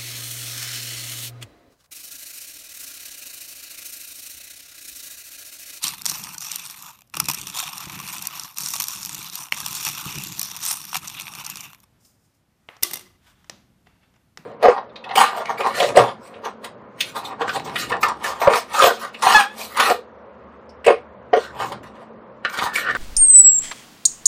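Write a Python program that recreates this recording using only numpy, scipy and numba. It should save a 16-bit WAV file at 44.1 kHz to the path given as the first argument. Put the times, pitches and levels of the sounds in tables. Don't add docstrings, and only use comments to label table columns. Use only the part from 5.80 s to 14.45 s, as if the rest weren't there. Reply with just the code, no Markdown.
import sys
import numpy as np
from scipy import signal
from scipy.fft import rfft, irfft
from scipy.io import wavfile
from scipy.ndimage import uniform_filter1d
from numba import njit

SR = 44100
rng = np.random.default_rng(int(sys.argv[2]) if len(sys.argv) > 2 else 0)


def dump_mix(stems):
    frames = np.atleast_2d(stems).T
    limited = np.clip(frames, -1, 1)
    pcm = np.round(limited * 32767).astype(np.int16)
    wavfile.write(sys.argv[1], SR, pcm)


def decibels_to_gain(level_db):
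    exponent = np.asarray(level_db, float) / 20
    return 10 ** exponent


N = 381465


@njit
def ring(start, hz, t60, size, n):
    out = np.zeros(n)
    for k in range(len(start)):
        fall = np.log(1000.) / (t60[k] * SR)
        turn = np.exp(2j * np.pi * hz[k] / SR - fall)
        phasor = size[k] + 0j
        for i in range(start[k], min(n, start[k] + int(6 / fall))):
            out[i] += phasor.imag
            phasor *= turn
    return out


def strike(s, db, modes, scatter_db):
    hz, spread_hz, mode_db, t60 = np.transpose(modes)
    chance = rng.standard_normal((len(s), 4, len(modes)))
    share = decibels_to_gain(mode_db) / np.sqrt(np.sum(decibels_to_gain(mode_db) ** 2))
    size = decibels_to_gain(db.reshape(len(s), -1) + scatter_db * chance[:, 0]) * share
    size = size * np.sign(chance[:, 1]) / np.sqrt(t60 * SR)
    pitch = np.clip(hz + spread_hz * chance[:, 2], 50, .45 * SR)
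    decay_s = t60 * decibels_to_gain(0.55 * scatter_db * chance[:, 3])
    start = np.repeat(np.clip(s * SR, 0, N).astype(np.int64), len(modes))
    return ring(start, pitch.ravel(), decay_s.ravel(), size.ravel(), N)


def hits(s, body_db, length_ms, bodies, lead, count):
    late = (rng.random((len(s), count)) * (1 + lead) - lead) * (np.arange(count) > 0)
    fade_db = -11 * np.abs(late)
    fade_db = fade_db - 10 * np.log10(np.sum(decibels_to_gain(fade_db) ** 2, axis=1, keepdims=True))
    when = (s[:, None] + late * length_ms[:, None] / 1000).ravel()
    return sum(strike(when, (fade_db + db[:, None]).ravel(), body, 0.92) for db, body in zip(body_db, bodies))


def walk(rate):
    hold = int(SR / rate)
    steps = np.repeat(rng.standard_normal(N // hold + 1), hold)
    return uniform_filter1d(steps, hold // 2)[:N]


def swarm(end_s, count, tail_db, clump_db):
    s = np.sort(rng.random(count)) * end_s
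    at = (s * SR).astype(int)
    strength = np.minimum(rng.exponential(size=count), 3.5)
    clump = np.clip(1.1 * walk(50)[at] + walk(250)[at], -4, 2.2)
    db = tail_db * strength + clump_db * clump
    return s, db - 10 * np.log10(np.sum(decibels_to_gain(db) ** 2) / (end_s * SR))


def surges(s, peak_s, db, swell_s, dying_s):
    since = s - peak_s[:, None]
    climb = -since / np.abs(swell_s)[:, None]
    fall = since / np.abs(dying_s)[:, None]
    return db[:, None] - 20 * np.where(since < 0, climb, fall)


def shape(x, points):
    hz, db = np.transpose(points)
    f = np.fft.rfftfreq(N, 1 / SR) + 1
    return irfft(rfft(x) * decibels_to_gain(np.interp(np.log(f), np.log(hz), db)), N)


def colour(points):
    x = shape(rng.standard_normal(N), points)
    return x / x.std()


# f/Hz, density/dB per Hz
FLOOR = [(15, -43), (25, -10), (122, -3.5), (169, -8.5), (204, -8), (445, -20), (537, -19), (8580, -36),
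         (12500, -35.5), (15500, -43.5)]
FLOOR_DB = -65


def floor():
    return decibels_to_gain(FLOOR_DB + 1.2 * walk(2.7)) * colour(FLOOR)


ROOM_T60_S, ROOM_DB, ROOM_TOP_HZ = 0.1, -22.5, 5000


def room(x):
    t = np.arange(SR) / SR
    build_up = np.minimum(t / 0.017, 1)
    tail = rng.standard_normal(SR) * decibels_to_gain(-60 * t / ROOM_T60_S) * build_up
    tail = signal.lfilter(*signal.butter(1, [250, ROOM_TOP_HZ], "band", fs=SR), tail)
    return decibels_to_gain(ROOM_DB) * signal.fftconvolve(x, tail / np.sqrt(np.sum(tail ** 2)))[:N]


# lift t/s, back in t/s
LIFTS = [
    (-.12, 0.032),
    (.555, 0.61),
    (1.08, 1.35),
    (2.65, 2.765),
    (3.46, 3.525),
    (3.6, 3.726),
    (5.175, 5.22),
    (5.85, 6.05),
]
SETTLE_DB_PER_S, DIP_DB_PER_S = 200.5, 1100


def lifted(s):
    return sum(np.minimum(SETTLE_DB_PER_S * (s - a), DIP_DB_PER_S * (b - s)).clip(0) for a, b in LIFTS)


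DRIFT_DB, DRIFT_PER_S = 2.5, 7


def drift(s, modes):
    at = (s * SR).astype(int)
    return DRIFT_DB * np.transpose([walk(DRIFT_PER_S)[at] for _ in modes])


# f/Hz, spread/Hz, level/dB, T60/s
HOLLOW = [(1086, 180, -3.5, 0.036), (1930, 390, -8.5, 0.0035), (2640, 200, -3, 0.025),
          (3560, 150, -5.5, 0.0091)]
RATTLE = [(4325, 470, -5, 0.02), (5710, 260, 0, 0.014), (6920, 500, -1.5, 0.006), (8870, 550, -2.5, 0.013)]
EDGE = [(11680, 770, 0.45, 0.011), (13370, 550, 0.5, 0.0066), (16000, 590, 2.1, 0.0043)]
# peak t/s, level/dB, swell/(s per 20 dB), dying/(s per 20 dB),
# depth in the pot level/dB, upper hollow tones rel level/dB
SHOVES = [(.05, -22.5, -1.5, 0.11, 0, 1), (0.271, -26, 0, 0.29, -0.5, 1), (.614, -32, -0.05, 0.67, -1, 0.2),
          (.903, -40.5, 1, 0.13, 0.5, -3), (1.212, -64, .2, .2, -4, -4), (1.39, -43, 0, 3, 1.5, -1.1),
          (1.492, -34, 0, 0.4, 2.5, -0.5), (1.805, -25.5, 0.13, 0.13, 3, 0.5), (2.05, -39, 1.1, 0, 3, -1),
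          (2.28, -31, 0.1, 0.38, 2, 1), (2.459, -35.5, 0.5, -0.02, -1, .6), (2.52, -47, 2, 1.5, 0, -3.5),
          (2.79, -29.5, 0.04, 1.5, -2, 0.5), (3.556, -32.5, 0.24, 0.1, -1.5, 0.8),
          (3.727, -46, .03, .09, 8, -1.5), (3.83, -42, -2.1, 2.7, -4, .6), (4.083, -26, 0.43, 0.15, 0, 1),
          (4.27, -33, 6, 1.03, 2, -1), (4.633, -38, -0.3, 2.5, -0.5, 1.8),
          (4.774, -36, -0.3, -0.2, 4, -1.5), (4.879, -23.5, 0.12, 0.18, -3, 1.5),
          (5.158, -31, 0.1, 0.06, -2.5, .6), (5.293, -42, -3, 11, 4, -0.3), (5.72, -34, 0.05, 0, 0.5, 2)]
HOLLOW_SHARE, HOLLOW_DB, EDGE_SHARE, EDGE_DB = 0.62, -11, 0.72, -15.5
HOLLOW_SETTLE = 0.8
COLOUR_DB = 3.5


def beads():
    s, db = swarm(6.04, count=7500, tail_db=3.0, clump_db=1.47)
    own_db = COLOUR_DB * rng.standard_normal((len(s), 2)).T.clip(-3, 1.5)
    *shove, depth_db, upper_db = np.transpose(SHOVES)
    each_db = surges(s, *shove)
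    shove_db, leader = each_db.max(axis=0), each_db.argmax(axis=0)
    rattle_db = shove_db - lifted(s)
    hollow_db = HOLLOW_SHARE * shove_db - HOLLOW_SETTLE * lifted(s) + HOLLOW_DB + depth_db[leader]
    upper = np.outer(upper_db[leader], np.arange(len(HOLLOW)) > 0)
    contact_db = (0.69 * db + hollow_db + 7 + own_db[0])[:, None]
    edge_db = db + EDGE_SHARE * rattle_db + EDGE_DB + 11.5 + own_db[1]
    out = strike(s, (db + rattle_db + 9)[:, None] + drift(s, RATTLE), RATTLE, 3.52)
    out += strike(s, contact_db + upper + drift(s, HOLLOW), HOLLOW, 3.8)
    return out + strike(s, edge_db, EDGE, 4.0)


# f/Hz, spread/Hz, level/dB, T60/s
HOUSING = [(148, 9.95, 0.5, 0.15), (190.2, 12, -1, 0.15), (300, 8.7, -5.5, 0.058), (385, 29, -12.5, 0.049),
           (100.1, 24, -12, 0.1)]
# peak t/s, level/dB, swell/(s per 20 dB), dying/(s per 20 dB)
PUSHES = [(0.05, -45.5, -3, 1.5), (.33, -44, -0.5, 0.6), (.55, -51.5, .3, 1.5), (1.39, -37.5, 0.38, 0.76),
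          (1.836, -41, 0, 0.1), (2.19, -40, 0.45, 0.77), (2.84, -47, 0.2, 1.8), (3.36, -46, 1.5, 1.5),
          (3.78, -47, 1.3, 2), (4.09, -43.5, 1, 2), (4.27, -35.5, 0, 0.73), (4.4, -39.5, -1.5, 0.72),
          (4.5, -42, -3, 0.6), (5.17, -46.5, 0.4, 3.5)]


def housing():
    s, db = swarm(6.04, count=1100, tail_db=1.0, clump_db=1.3)
    push_db = surges(s, *np.transpose(PUSHES)).max(axis=0)
    return strike(s, db + push_db - 0.97 * lifted(s) + 9, HOUSING, 3.0)


# t/s, level/dB, brightness/dB, length/ms
THUDS = [(.137, -37.5, -10, 5.1), (1.19, -56, 1.5, 2.5), (1.341, -29, -12, 5.4), (1.37, -28.5, 2.5, 5.7),
         (1.401, -22, 5, 5.2), (1.487, -25, 6, 7.6), (1.499, -26.5, 4, 4.9), (2.937, -28, 4.5, 14),
         (1.671, -35, 4, 5.1), (2.098, -36, 0, 1.9), (2.191, -36.5, -1.5, 1.5), (2.201, -35, 0.5, 3),
         (3.002, -30, 9, 6.9), (3.776, -34, -1, 7.1), (3.804, -33.5, 3.5, 2.4), (3.863, -31.5, 7, 3.6),
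         (3.951, -37, 8.5, 6.5), (4.051, -30.5, 7, 3.1), (4.068, -24.5, -1.5, 3.7),
         (4.191, -41.5, 4.5, 4.6), (4.615, -33, 9, 2.9), (5.131, -31.5, -7.5, 5), (5.146, -24, -2, 5),
         (5.156, -25, -1, 3.4), (5.168, -29, 4.5, 11.2)]
# t/s, level/dB, length/ms
CLACKS = [(.041, -18.5, 5.2), (.082, -23, 2.8), (.256, -20, 3.7), (.263, -20, 2.9), (.298, -19.5, 4.7),
          (.439, -30.5, 3.3), (.582, -29.5, 2.2), (.717, -22, 4.3), (.862, -35, 2.1), (1.457, -29, 3.7),
          (1.615, -28.5, 1.8), (2.455, -30.5, 4.1), (2.597, -26.5, 2.94), (2.861, -24, 2),
          (3.231, -29.5, 2.16), (3.351, -31, 2.1), (3.499, -34, 1.2), (4.523, -35, 3.1), (5.276, -31, 3.5),
          (5.281, -30, 5.3), (5.665, -28, 5)]
# t/s, level/dB, length/ms
TICKS = [(.759, -28.5, 1.96), (.91, -38, 5.1), (1.025, -37, 3), (1.275, -63, 1.9), (1.514, -23.5, 2.8),
         (1.547, -26, 7), (1.981, -32, 1.3), (2.424, -29.5, 4.8), (2.472, -27.5, 1.9), (2.745, -49.5, 3.3),
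         (2.886, -28, 3.7), (2.905, -31.5, 3.2), (3.022, -25, 4.1), (3.03, -30, 2), (3.04, -27.5, 2.1),
         (3.084, -25.5, 1.7), (3.555, -27.5, 1.9), (4.182, -34, 2), (4.438, -32, 1.9), (4.595, -21, 1.94),
         (4.631, -27, 6), (4.971, -38, 4.7), (5.4, -31.5, 2.5), (5.7, -29.5, 3.2), (6.003, -55.5, 1.65)]
THUD_DB, CLACK_DB, TICK_DB = (0.5, -1, -3), (-19, -1, -9), (-19.5, -1.5, -0.5)


def clicks():
    out = 0
    for rows, (hollow_db, rattle_db, edge_db) in ((THUDS, THUD_DB), (CLACKS, CLACK_DB), (TICKS, TICK_DB)):
        s, db, *bright_db, length_ms = np.transpose(rows)
        bright = sum(bright_db)
        body_db = db + hollow_db, db + rattle_db + bright, db + edge_db + 1.1 * bright
        out = out + hits(s - .0004, body_db, .6 * length_ms, (HOLLOW, RATTLE, EDGE), lead=.7, count=7)
    return decibels_to_gain(38.5) * out


# t/s, level/dB, pot wall rel level/dB
BUMPS = [(0.043, -37.5, -12), (0.317, -36.5, -13), (0.415, -40, -20), (1.371, -33, -4), (1.485, -30, -4),
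         (2.071, -31.5, -9.5), (2.159, -37, -16), (2.831, -37.5, -14), (3.0, -39.5, -15), (3.391, -38, -11),
         (3.725, -37.5, 4), (4.067, -33.5, -14), (4.195, -53, -22), (4.263, -28.5, -21),
         (4.376, -26.5, -28), (4.462, -36.5, -13), (5.16, -35, -16), (5.577, -37.5, -21)]
# f/Hz, spread/Hz, level/dB, T60/s
WALL = [(450, 70, 0, 0.04), (601.5, 70, -1.5, .02)]
BUMP_DB = 36


def bumps():
    s, db, wall_db = np.transpose(BUMPS)
    return strike(s, db + BUMP_DB, HOUSING, 1.5) + strike(s, db + wall_db + BUMP_DB - 6.0, WALL, 1.5)


# t/s, level/dB, pot hollow rel level/dB
DULL_SNAPS = [(0.05, -20, -14), (0.069, -16, -15), (0.073, -16, -13), (0.214, -31, -2), (0.263, -9.5, -13),
              (0.313, -18, -8.5), (0.318, -16.5, -9), (0.398, -30, -1), (0.447, -24.5, -13),
              (0.545, -24, -17), (0.608, -21, -14), (0.727, -23, -6), (0.9, -24, -8), (1.345, -26.5, 5),
              (1.587, -27, -15), (1.636, -32, -4), (1.683, -28, -6.5), (1.701, -23, -5), (1.742, -35, -5),
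              (1.793, -16, -9), (1.84, -23, -7), (2.04, -27.5, -13.5), (2.057, -27, -5), (2.355, -25, -15),
              (2.383, -22, -13), (2.636, -22.5, -19), (2.651, -34, -16), (2.774, -21, -15),
              (2.964, -17.5, -12), (3.134, -27.5, -14), (3.16, -25, -2), (3.294, -20.5, -6),
              (3.476, -32, -14), (3.536, -29.5, -15), (4.08, -15.5, -5), (4.257, -30, -9), (4.45, -27, -2),
              (4.551, -32, -7), (4.868, -18, -12), (4.911, -14.5, -7), (5.098, -37, -5), (5.25, -31, -16),
              (5.3, -26.5, -9), (5.411, -24.5, -1.5), (5.42, -25, -16), (5.538, -27.5, 1),
              (5.552, -25.5, -7), (5.602, -33, 0), (5.647, -25.5, -12), (5.651, -24, -10), (5.758, -23, -9),
              (5.772, -22, -5.5), (5.808, -22, -15)]
SHARP_SNAPS = [(0.137, -32.5, 5.5), (0.491, -30, -12), (0.76, -16, -22), (1.066, -33, -2), (1.109, -40, 2),
               (1.209, -44, -3), (1.22, -44, 3), (1.3, -48, -13), (1.354, -29, -1), (1.402, -8.5, -7),
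               (1.443, -27.5, -17.5), (1.536, -21.5, -4), (1.754, -33, -7), (1.789, -19.5, -5),
               (1.802, -16, -5), (1.879, -28, 6.5), (2.121, -31, -8), (2.345, -27.5, -13),
               (2.472, -15.5, -20), (2.554, -33, -5), (2.557, -37, -3), (2.785, -14.5, -9.5),
               (2.807, -19, -14.5), (2.957, -18.5, -4), (3.009, -17.5, -10), (3.041, -17, -26),
               (3.072, -26, -16.5), (3.109, -27.5, -15), (3.251, -20.5, -9), (3.26, -21.5, -12),
               (3.347, -21.5, -10), (3.381, -28.5, -6), (3.429, -28.5, -15), (3.445, -29.5, -14),
               (3.652, -34.5, -2), (3.657, -36.5, 3.5), (3.669, -37, 4), (3.686, -41, 7), (3.884, -22, -11),
               (3.93, -21.5, -10), (4.089, -17.5, -1.5), (4.15, -28, -5), (4.386, -25.5, -6),
               (4.472, -29, -8), (4.581, -28.5, -14), (4.657, -27, -12), (4.702, -31.5, -9.5),
               (4.765, -23, -8), (4.83, -23.5, -5.5), (4.853, -16, -9), (4.864, -15, -9.5),
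               (4.915, -16, -16), (4.919, -20.5, -19), (5.016, -27.5, -9)]
STRAY_SNAPS = [
    (.184, -32, -2.5),
    (.22, -26.5, -12),
    (4.65, -25, -10),
    (5.053, -27, -13),
    (5.588, -31, 4.5),
    (5.933, -39, 3),
    (5.948, -42, 3),
]
SNAP_DB, SNAP_MS, DULL_EDGE_DB, SHARP_EDGE_DB = 27.5, 1.1, -8.5, 1
SNAP_RING = 0.46


def snaps():
    out = 0
    bodies = [np.array(body) * [1, 1, 1, SNAP_RING] for body in (HOLLOW, RATTLE, EDGE)]
    kinds = (DULL_SNAPS, DULL_EDGE_DB), (SHARP_SNAPS, SHARP_EDGE_DB), (STRAY_SNAPS, SHARP_EDGE_DB)
    for rows, edge_db in kinds:
        s, db, hollow_db = np.transpose(rows)
        body_db = db + hollow_db, db, db + edge_db
        out = out + hits(s - .0006, body_db, SNAP_MS + 0 * s, bodies, lead=.3, count=3)
    return decibels_to_gain(SNAP_DB) * out


# t/s, level/dB
RAPS = [
    (1.403, -20),
    (1.487, -15.5),
    (1.5, -15.5),
    (2.201, -26.5),
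    (5.131, -21),
    (5.146, -20),
    (5.155, -14.5),
]
# f/Hz, spread/Hz, level/dB, T60/s
POT_FLOOR = [(1013, 30, 1, .016), (1270, 40, -3, .012)]
# t/s, level/dB
FLICKS = [(4.068, -20), (4.182, -25.5), (5.25, -31), (5.35, -27), (5.377, -31), (5.381, -29), (5.385, -27),
          (5.389, -27), (5.399, -19.5), (5.47, -25), (5.482, -22.5)]


def blade():
    upper = np.array(HOLLOW[2:]) * [1, 1, 1, SNAP_RING]
    out = 0
    for rows, body in ((RAPS, POT_FLOOR), (FLICKS, upper)):
        s, db = np.transpose(rows)
        out = out + hits(s - .001, [db], 1.5 + 0 * s, [body], lead=0.22, count=2)
    return decibels_to_gain(SNAP_DB) * out


# t/s, level/dB
KNOCK = (3.7233, 13.3)
# f/Hz, spread/Hz, level/dB, T60/s
SPATULA = [(897, 0.97, -12, 0.021), (1836, 0.9, -7, .008), (2250, 0.99, 3.5, 0.0069),
           (2710, 0.9, 0.5, 0.0076), (3130, 0.99, -4, 0.0087), (4280, 0.99, -7.5, 0.011),
           (5310, 0.94, -15.5, 0.0074), (7305, 0.99, -15.5, 0.0054), (12500, 0.96, -9, 0.0036)]


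def knock():
    return strike(np.array(KNOCK[:1]), np.array(KNOCK[1:]) + 11, SPATULA, 0.0997)


# t/s, level/dB, brightness rel level/dB
BRUSH = [
    [(6.19, -100, 9.5), (6.21, -84, 15.5), (6.255, -80.5, 19), (6.32, -85, 15), (6.405, -93, 15),
     (6.45, -82.5, 11.5), (6.52, -93.5, 10), (6.57, -88.5, 12.5), (6.62, -99, 10)],
    [(6.7, -87, 0), (6.88, -78.5, 2), (6.898, -61, -23.5), (6.96, -58, -18), (7.02, -75, -2)],
    [(7.38, -90, -17.5), (7.442, -63.5, -3), (7.5, -61.5, -2), (7.56, -70.5, -7), (7.69, -70.5, -4.5)],
    [(8.05, -93, 5), (8.068, -64, -13), (8.12, -75, -13), (8.2, -76, -16.5), (8.235, -71.5, -17),
     (8.29, -75, -16.5), (8.33, -80, -18), (8.42, -83.5, -17)],
]
BRUSHED_HZ = [(5200, 7060, 9100, 14000), (750, 1250, 1950), (550, 1500, 3500),
              (950, 1570, 2201, 2700, 3500, 4500)]
BRUSHED_DB, BRUSHED_Q = (-3, 3.5, -1.5, 5.5), (9.8, 9, 8, 20)


def brush():
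    t, out = np.arange(N) / SR, 0
    dull = colour([(300, -26), (800, 1.0), (3000, -3.0), (5000, -11.5), (9000, -29.0)])
    bright = colour([(2500, -35.5), (5000, -0.5), (9500, -3), (10500, -9), (13000, -5.5), (16000, -7.5)])
    for stroke, tones_hz, tone_db, q in zip(BRUSH, BRUSHED_HZ, BRUSHED_DB, BRUSHED_Q):
        s, db, bright_db = np.transpose(stroke)
        gain = decibels_to_gain(np.interp(t, s, db, -120, -120) + 2.2 * walk(55))
        hiss = gain * (dull + decibels_to_gain(np.interp(t, s, bright_db)) * bright)
        tones = sum(signal.lfilter(*signal.iirpeak(hz, q, SR), hiss) for hz in tones_hz)
        out = out + hiss + decibels_to_gain(tone_db) * tones
    return out


# low edge f/Hz, high edge f/Hz, rel level/dB, T60/s
RING_OUT = [(500, 2700, -20.5, 0.43), (3357, 6400, -25, 0.42), (7500, 32000, -28, 0.36)]


def ring_out(s, body_db):
    out = 0
    for db, (low_hz, high_hz, rel_db, t60) in zip(body_db, RING_OUT):
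        power = np.bincount((s * SR).astype(int), decibels_to_gain(db + rel_db) ** 2, N)
        power = signal.lfilter([1], [1, -decibels_to_gain(-120 / (t60 * SR))], power)
        noise = colour([(0.5 * low_hz, -20), (low_hz, 0), (high_hz, -4), (1.4 * high_hz, -24)])
        out = out + np.sqrt(uniform_filter1d(power, size=150, origin=70).clip(0)) * noise
    return out


# f/Hz, spread/Hz, level/dB, T60/s
ROCKING = [(355, 6.8, -1.5, .2), (1168, 60, -3.5, .06), (2020, 30, -1.5, .04), (2815, 50, -9.5, .04),
           (4910, 150, -10.5, .03), (5796, 55, -7, .04)]
WOBBLE_S, WOBBLE_DB, WOBBLE_DB_PER_S = (7.04, 7.36), -5, 80


def wobble(count=40):
    s = WOBBLE_S[0] + (WOBBLE_S[1] - WOBBLE_S[0]) * rng.random(count)
    return strike(s, WOBBLE_DB - WOBBLE_DB_PER_S * (s - WOBBLE_S[0]), ROCKING, 3.0)


# t/s, level/dB, fingernail rel level/dB
TOUCHES = [(6.25, -68.5, 19), (6.888, -30, -31.5), (6.94, -53, -26), (6.967, -44, -6.5), (7.008, -67, 9),
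           (7.644, -49.5, -6), (7.697, -31, 4), (8.07, -44, -18), (8.231, -53.5, -17), (8.34, -57, -7.5),
           (8.359, -53.5, -9), (8.574, -32.5, -3)]
# t/s, level/dB, flat-side thump rel level/dB
BOUNCES = [(7.026, -27.5, -2.5), (7.031, -17.5, -12.5), (7.0333, -9.5, -24), (7.046, -34.5, 2.5),
           (7.069, -38.5, -5), (7.111, -32, -0.5), (7.134, -23.5, -6.5), (7.14, -26, -9.5),
           (7.157, -30.5, -8.5), (7.171, -35, -1.5), (7.194, -43.5, 0), (7.21, -48, -3.5)]
# f/Hz, spread/Hz, level/dB, T60/s
TABLE_LOW = [(386, 53, -10, 0.055), (788, 99, -4.5, .014), (1283, 310, -1, 0.0044), (2070, 200, -1, 0.0094),
             (3125, 250, -1.5, 0.0043)]
TABLE_MID = [(4260, 750, -7.5, 0.006), (5500, 400, -1.5, 0.012), (6840, 260, -3, 0.0023)]
TABLE_TOP = [(8850, 390, -1, 0.0077)] + EDGE
DROPPED = [(370, 8, -12.5, .2), (1140, 40, -13.5, .12), (2060, 20, 0, 0.045), (2820, 30, -3.5, .03),
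           (3620, 40, -2, .025), (5845, 60, 0.5, 0.06), (9200, 120, 0, .05)]
BOUNCE_TOP_DB, TOUCH_TOP_DB, BOUNCE_MS, TOUCH_MS, FIRM_DB = 5.5, -19.5, 3.8, 3.7, -45


def table():
    s, db, thump_db = np.transpose(BOUNCES)
    touch_s, touch_db, nail_db = np.transpose(TOUCHES)
    soft = np.clip(decibels_to_gain(FIRM_DB - touch_db - nail_db.clip(0)), 1, 6)
    when = np.r_[s, touch_s]
    length_ms = np.r_[BOUNCE_MS * decibels_to_gain(-.2 * (db + 25)), TOUCH_MS * soft]
    bounce_db = np.array([db + thump_db, db, db + BOUNCE_TOP_DB])
    finger_db = touch_db + np.array([0 * nail_db, nail_db, nail_db + TOUCH_TOP_DB])
    body_db = np.hstack([bounce_db, finger_db])
    taps = hits(when, body_db, length_ms, (TABLE_LOW, TABLE_MID, TABLE_TOP), lead=.05, count=16)
    dropped = strike(s, 0.65 * db + 21, DROPPED, 2.0)
    return decibels_to_gain(31.5) * taps + ring_out(when, body_db) + dropped + wobble()


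# t/s, housing hum level/dB, deep sway rel level/dB
SWAY = [
    (7.02, -74.5, -4.5),
    (7.04, -59, -15.5),
    (7.15, -55.5, -14.5),
    (7.35, -68, 2),
    (7.69, -67.5, 3.5),
    (7.71, -53, -17),
    (7.9, -67.5, -4.5),
    (8.565, -74.5, 3),
    (8.584, -49, -20.5),
    (8.65, -62.5, -15.5),
]


def sway():
    s, db, deep_db = np.transpose(SWAY)
    t = np.arange(N) / SR
    hum = colour([(70, -26.0), (120, -2), (190, 3.5), (350, -9.0), (600, -36.5)])
    deep = colour([(20, -7), (45, 5.0), (90, 0), (130, -35.5)])
    return decibels_to_gain(np.interp(t, s, db, -120)) * (hum + decibels_to_gain(np.interp(t, s, deep_db)) * deep)


def scene():
    small = signal.butter(4, 745, "high", fs=SR, output="sos")
    near = signal.sosfilt(small, beads() + clicks() + knock()) + housing()
    single = signal.sosfilt(small, snaps() + blade()) + bumps()
    pot = near + room(near) + single + room(single)
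    return (floor() + pot + brush() + table() + sway())[None]


def low_pass(x):
    return signal.sosfilt(signal.butter(12, 16480, fs=SR, output="sos"), x)


# f/Hz, level/dB
BAND = [(20, -18), (50, -3), (80, 0), (14900, 0), (15150, -28), (16450, -36), (16600, -80)]


def record(dry):
    rounded = np.tanh(dry / .95) * .95
    mix = shape(rounded, BAND)
    return low_pass(mix)


dry = scene()
out = record(dry)
dump_mix(out)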